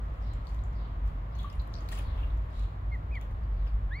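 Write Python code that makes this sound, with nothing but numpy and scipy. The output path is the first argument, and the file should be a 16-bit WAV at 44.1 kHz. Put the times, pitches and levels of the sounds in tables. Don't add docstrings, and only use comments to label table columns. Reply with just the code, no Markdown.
import sys
import numpy as np
from scipy import signal
from scipy.fft import rfft, irfft, next_fast_len
from scipy.io import wavfile
from scipy.ndimage import uniform_filter1d, map_coordinates

SR = 44100
rng = np.random.default_rng(int(sys.argv[2]) if len(sys.argv) > 2 else 0)


def digitize_waveform(pressure):
    field = np.atleast_2d(pressure).T
    bounded = np.clip(field, -1, 1)
    quanta = np.round(bounded * 32767).astype(np.int16)
    wavfile.write(sys.argv[1], SR, quanta)


N = 176400

# freq_hz, correlation
WATER_CORRELATION = [(500, 0.9), (2000, 0.25), (4500, -0.66), (8000, -0.2), (13000, -0.42)]
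WATER_LEFT_DB, BUBBLE_ATTACK_S, REEDS_T60_S = 6, 0.00034, 0.28


def amp(db):
    return 10 ** (np.asarray(db) / 20)


def unit(x):
    return x / np.sqrt(np.mean(x ** 2) + 1e-20)


def clock():
    return np.arange(N) / SR


def along(points, hz):
    freqs, values = np.transpose(points)
    return np.interp(np.log(hz + 1), np.log(freqs + 1), values)


def wobble(rate_hz, size=N):
    knots = rng.standard_normal(size // 4 + 4)[:int(size * rate_hz / SR) + 4]
    return map_coordinates(knots, [np.arange(size) * rate_hz / SR], mode="mirror")


def filtered(x, response):
    size = next_fast_len(N + SR // 2)
    return irfft(rfft(x, size) * response(np.fft.rfftfreq(size, 1 / SR)), size)[..., :N]


def noise(spectrum, correlation):
    def mid_side_gains(hz):
        angle = np.arccos(np.clip(along(correlation, hz), -1, 1)) / 2
        return amp(along(spectrum, hz)) * [np.cos(angle), np.sin(angle)]
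    mid, side = filtered(rng.standard_normal((2, N)), mid_side_gains)
    return unit(np.array([mid + side, mid - side]))


def pan(left_db):
    return amp(np.array([[left_db], [-left_db]]) / 2)


def fade(t, t60):
    return (t >= 0) * np.exp(-np.log(1000) * np.abs(t) / t60)


def echo(x, t60):
    tail = rng.standard_normal((2, SR // 2)) * fade(np.arange(SR // 2) / SR, t60)
    return signal.fftconvolve(x[None], tail / np.linalg.norm(tail[0]), axes=1)[:, :N]


def rumble(evenness=0.92, drone_db=-42):
    # freq_hz, gain_db
    rumble_spectrum = [(20, -27), (31, -21.5), (37, -16.5), (44, -2.5), (54, 3), (62, -11.5), (75, -14),
                       (100, -40.5), (200, -97.5)]
    drone_spectrum = [(45, -42.5), (65, -2.5), (80, -3), (94, 2), (110, -4), (135, -11), (160, -11),
                      (200, -21), (300, -37.5), (600, -73)]
    # freq_hz, correlation
    correlation = [(50, 1), (100, 0.99), (200, 0.98)]
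    # time_s, level_db
    swells = [(0.0, -33.5), (0.12, -34.5), (0.17, -42), (0.19, -33), (0.43, -33.5), (0.47, -46),
              (0.53, -30.5), (0.97, -35.5), (1.06, -27), (1.27, -38.5), (1.45, -31.5), (1.51, -47),
              (1.59, -25.5), (1.64, -39.5), (2.37, -27.5), (2.53, -40.5), (2.6, -29), (2.66, -29),
              (2.7, -44), (2.92, -28.5), (3.05, -41), (3.11, -30.5), (3.2, -37.5), (3.64, -27.5),
              (3.71, -35.5), (3.75, -23), (3.81, -38.5), (3.84, -28.5), (3.95, -35), (4.0, -44)]
    low = noise(rumble_spectrum, correlation)
    envelope = np.sqrt(np.abs(uniform_filter1d(low[0] ** 2, size=2600)) + 1e-6)
    levelled = unit(low / envelope ** evenness)
    deep = levelled * amp(np.interp(clock(), *np.transpose(swells)))
    return deep + amp(drone_db) * noise(drone_spectrum, correlation)


def breeze(level_db=-51, left_db=0.56):
    # freq_hz, gain_db
    spectrum = [(30, -33), (150, 3), (260, 3), (400, -2), (650, 0.5), (850, -1.5), (1100, 2), (1500, -7),
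                (2000, -10), (2500, -17), (3500, -21.5), (4600, -28.5), (5800, -36.5), (7200, -35.5),
                (8200, -47), (10500, -42), (12000, -38), (15500, -44)]
    # freq_hz, correlation
    correlation = [(100, 0.48), (250, 0.84), (500, 0.29), (1000, -0.36), (1500, -0.42), (2200, 0.078),
                   (4000, -0.14), (8000, -0.21), (14000, -0.19)]
    # time_s, gain_db
    swell = [(0, 1), (.8, 1.04), (1.5, 0.5), (2.1, 3.5), (2.6, 0), (3.3, 0), (4, -0.7)]
    level = amp(level_db + np.interp(clock(), *np.transpose(swell)))
    return noise(spectrum, correlation) * level * pan(left_db)


def paddling(slosh_grain_db=2.5, spray_grain_db=6, gurgle_db=-8, slosh_left_db=4.0):
    # peak_s, rise_s, fall_s, slosh_db, spray_db, mist_db
    strokes = [(.25, 0.52, 0.17, -71.5, -77, -87.5), (0.498, 0.084, 0.17, -71.5, -70.5, -78.5),
               (1.08, 0.024, 0.042, -63, -76, -82), (1.415, 0.11, 0.21, -59.5, -78, -69),
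               (1.81, 0.23, 0.26, -65, -71.5, -77), (1.925, 0.013, 0.024, -48.5, -52.5, -52.5),
               (1.981, 0.076, 0.044, -50.5, -58, -57), (2.202, 0.15, 0.18, -56.5, -78, -73.5),
               (2.591, 0.13, .12, -63, -68, -74), (3.22, 0.014, 0.039, -56.5, -80, -70.5),
               (3.67, 0.024, 0.046, -57.5, -74.5, -83)]
    # freq_hz, gain_db
    slosh_spectrum = [(200, -12.5), (600, 12), (1200, 10.5), (1900, 4.5), (3300, 9), (4800, -18.5),
                      (6000, -37.5), (12000, -14)]
    spray_spectrum = [(300, -25.5), (1500, -10.5), (3000, 3), (5000, 4.5), (6000, 1), (7300, 2),
                      (8500, -7.5), (10000, -4), (12000, -16.5), (15500, -26)]
    mist_spectrum = [(5000, -26.5), (8000, -13.5), (10000, 1), (11000, -5.5), (14000, -7), (15700, 1)]

    def grainy(spectrum, depth_db, rate_hz):
        return noise(spectrum, WATER_CORRELATION) * amp(depth_db * wobble(rate_hz))

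    t, levels = clock(), np.zeros((3, N))
    for peak_s, rise_s, fall_s, *layer_db in strokes:
        levels += amp(layer_db)[:, None] * 10 ** -np.maximum((peak_s - t) / rise_s, (t - peak_s) / fall_s)
    slosh = levels[0] * unit(grainy(slosh_spectrum, slosh_grain_db, 150) + amp(gurgle_db) * gurgle())
    spray = levels[1] * unit(grainy(spray_spectrum, spray_grain_db, 600))
    mist = levels[2] * unit(grainy(mist_spectrum, spray_grain_db, 600))
    return (spray + mist) * pan(WATER_LEFT_DB) + slosh * pan(slosh_left_db)


def gurgle(count=2400, centre_hz=2937, spread=0.25, ring_cycles=71, scatter_db=4.0):
    when, where = rng.random((2, count, 1))
    detune, strength = rng.standard_normal((2, count, 1))
    hz = centre_hz * np.exp(spread * detune)
    t = np.arange(SR // 40) / SR
    samples = ((when * N).astype(int) + np.arange(len(t))).ravel()
    envelope = amp(scatter_db * strength) * fade(t, ring_cycles / hz) * (1 - np.exp(-t / BUBBLE_ATTACK_S))
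    sides = [envelope * np.sin(2 * np.pi * hz * t - lag) for lag in (0, np.pi * where)]
    return unit(np.array([np.bincount(samples, side.ravel(), N)[:N] for side in sides]))


def far_bird(top_hz=4556, end_hz=3020, length_s=0.17, warble=0.13, left_db=5):
    # start_s, level_db
    notes = [(0.199, -65), (0.719, -66), (1.31, -62), (1.981, -63), (2.498, -63), (3.521, -72)]
    song = np.zeros(N)
    for start_s, level_db in notes:
        progress = np.clip((clock() - start_s) / length_s, 0, 1)
        pitch = (top_hz + (end_hz - top_hz) * progress) * (1 + warble * wobble(250))
        arch = np.sqrt(2 * np.abs(np.sin(np.pi * progress)))
        song += amp(level_db) * arch * np.sin(2 * np.pi * np.cumsum(pitch) / SR)
    return echo(song, t60=0.49) * pan(left_db)


def droplets(rise_s=0.0028, tick_t60_s=0.0058, fizz_db=-27, fizz_t60_s=0.15):
    # peak_s, level_db
    drops = [(0.334, -55.5), (.471, -55.5), (0.547, -56.5), (0.638, -61.5), (0.731, -66), (1.063, -59.5),
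             (1.077, -62.5), (1.36, -58), (1.389, -54.5), (1.404, -59.5), (1.432, -54.5), (1.5, -59.5),
             (1.528, -54.5), (1.597, -61), (1.619, -58.5), (1.673, -62.5), (1.738, -58.5), (1.824, -63),
             (1.89, -44), (1.919, -44.5), (2.374, -59.5), (2.95, -64), (3.154, -59), (3.2128, -50.5),
             (3.312, -62.5)]
    # freq_hz, gain_db
    spectrum = [(500, -11.5), (2500, 9), (5000, 2), (7000, 9), (9000, -4.5), (13000, 5.5), (16000, -7.5)]
    level = np.zeros(N)
    for peak_s, level_db in drops:
        t = clock() - peak_s
        tick = fade(-t, rise_s) + fade(t, tick_t60_s)
        level += amp(level_db) * (tick + amp(fizz_db) * fade(t, fizz_t60_s))
    return level * noise(spectrum, WATER_CORRELATION) * pan(WATER_LEFT_DB)


def bubbles(typical_hz=5000, rise_per_t60=0.018, quiver_depth=0.07, right_lag_s=0.00007):
    # start_s, pitch_hz, level_db, t60_s, left_db
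    plinks = [(0.336, 7200, -59.5, 0.0097, 24), (0.47, 4350, -41, 0.0078, 12.5),
              (.591, 3820, -49.5, 0.014, 0), (0.638, 6550, -52, 0.0071, 12.5),
              (1.353, 6400, -52, 0.0098, 9), (1.391, 3430, -48, 0.07, 7.5), (1.432, 6470, -56, .012, 7),
              (1.4437, 1140, -32.5, 0.075, 1), (1.5, 5180, -48.5, .014, 7), (1.53, 2900, -55, 0.069, 3),
              (1.555, 9730, -59, 0.014, 7), (1.596, 4000, -50.5, 0.048, 15), (1.675, 12100, -55, 0.0073, 4),
              (1.7398, 4520, -35, 0.0087, 5), (1.7398, 5600, -35, 0.0043, 8), (1.753, 4880, -41, .012, 10),
              (1.765, 5400, -43, .006, 9), (1.786, 4580, -42, 0.0067, 10), (1.807, 6520, -58, 0.015, 16),
              (1.8882, 4400, -30, 0.0034, 10), (1.923, 7600, -36, 0.0054, 12),
              (1.926, 1914, -36.5, 0.031, 0), (1.951, 7440, -47, .008, 7),
              (1.988, 10000, -37.5, 0.0084, -2), (2.187, 3060, -55, .03, 2),
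              (2.23, 2773, -47.5, 0.072, 5.5), (2.303, 3640, -56.5, .025, 15),
              (3.155, 3140, -38.5, 0.0046, 15.5), (3.435, 4640, -58.5, 0.01, 11),
              (3.675, 5000, -57.5, 0.023, 8)]
    out = np.zeros((2, N + SR))
    size = SR // 5
    t = np.maximum(np.arange(size) / SR - np.array([[0], [right_lag_s]]), 0)
    for start_s, pitch_hz, level_db, t60_s, left_db in plinks:
        smallness = pitch_hz / typical_hz
        quiver = quiver_depth * np.sqrt(smallness) * np.cumsum(wobble(0.39 * pitch_hz, size)) / SR
        cycles = pitch_hz * (t * (1 + rise_per_t60 * t / t60_s / 2) + quiver)
        attack = 1 - np.exp(-t * smallness / BUBBLE_ATTACK_S)
        ring = np.sin(2 * np.pi * cycles) * fade(t, t60_s) * attack
        at = round(start_s * SR)
        out[:, at:at + size] += amp(level_db) * pan(left_db) * ring
    return out[:, :N]


def peeps(jitter=0.0078, flutter_db=1.5, octave_left_db=4, right_lag_s=0.00003, wet_db=-15):
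    # time_s, pitch_hz, level_db
    contours = [
        [(2.915, 2140, -58), (2.927, 2140, -44.5), (2.943, 2100, -44.5), (2.957, 1906, -49.5),
         (2.965, 1780, -68)],
        [(3.112, 2265, -51), (3.12, 2540, -57), (3.132, 2505, -50), (3.168, 2165, -41), (3.18, 1913, -45),
         (3.188, 1780, -62)],
        [(3.665, 2730, -69.5), (3.678, 2570, -72), (3.705, 2070, -74)],
        [(3.904, 1517, -66), (3.914, 1630, -48.5), (3.946, 2013, -41.5), (3.97, 2230, -46), (3.982, 2310, -50),
         (3.99, 2300, -44.5), (3.998, 1800, -48)],
    ]
    octave_levels = [-30, -28, -1, -18.5]
    # freq_hz, gain_db
    throat = [(1500, 3), (2300, -3), (3300, -2.5), (4000, -3), (4550, 1.5), (5100, -8), (7000, -12)]
    t, whistles = clock(), np.zeros((2, N))
    for contour, octave_db in zip(contours, octave_levels):
        time_s, pitch_hz, level_db = np.transpose(contour)
        pitch = np.interp(t, time_s, pitch_hz) * (1 + jitter * wobble(400))
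        phase = 2 * np.pi * (np.cumsum(pitch) / SR - np.outer([0, 1], pitch * right_lag_s))
        gate = (t > time_s[0]) * (t < time_s[-1])
        level = amp(np.interp(t, time_s, level_db) + flutter_db * wobble(150))
        envelope = uniform_filter1d(level * gate, size=90)
        octave = amp(octave_db + 2.4 * wobble(120)) * pan(octave_left_db) * np.sin(2 * phase)
        whistles += np.sqrt(2) * envelope * (np.sin(phase) + octave)
    voice = filtered(whistles, lambda hz: amp(along(throat, hz)))
    return voice + amp(wet_db) * echo(voice.mean(0), REEDS_T60_S)


def scene(water_wet_db=-6):
    water = bubbles() + droplets() + paddling()
    reeds = amp(water_wet_db) * echo(water[0], REEDS_T60_S)
    return water + reeds + peeps() + far_bird() + breeze() + rumble()


def record(dry):
    return filtered(dry, lambda hz: hz < 15750)


dry = scene()
out = record(dry)
digitize_waveform(out)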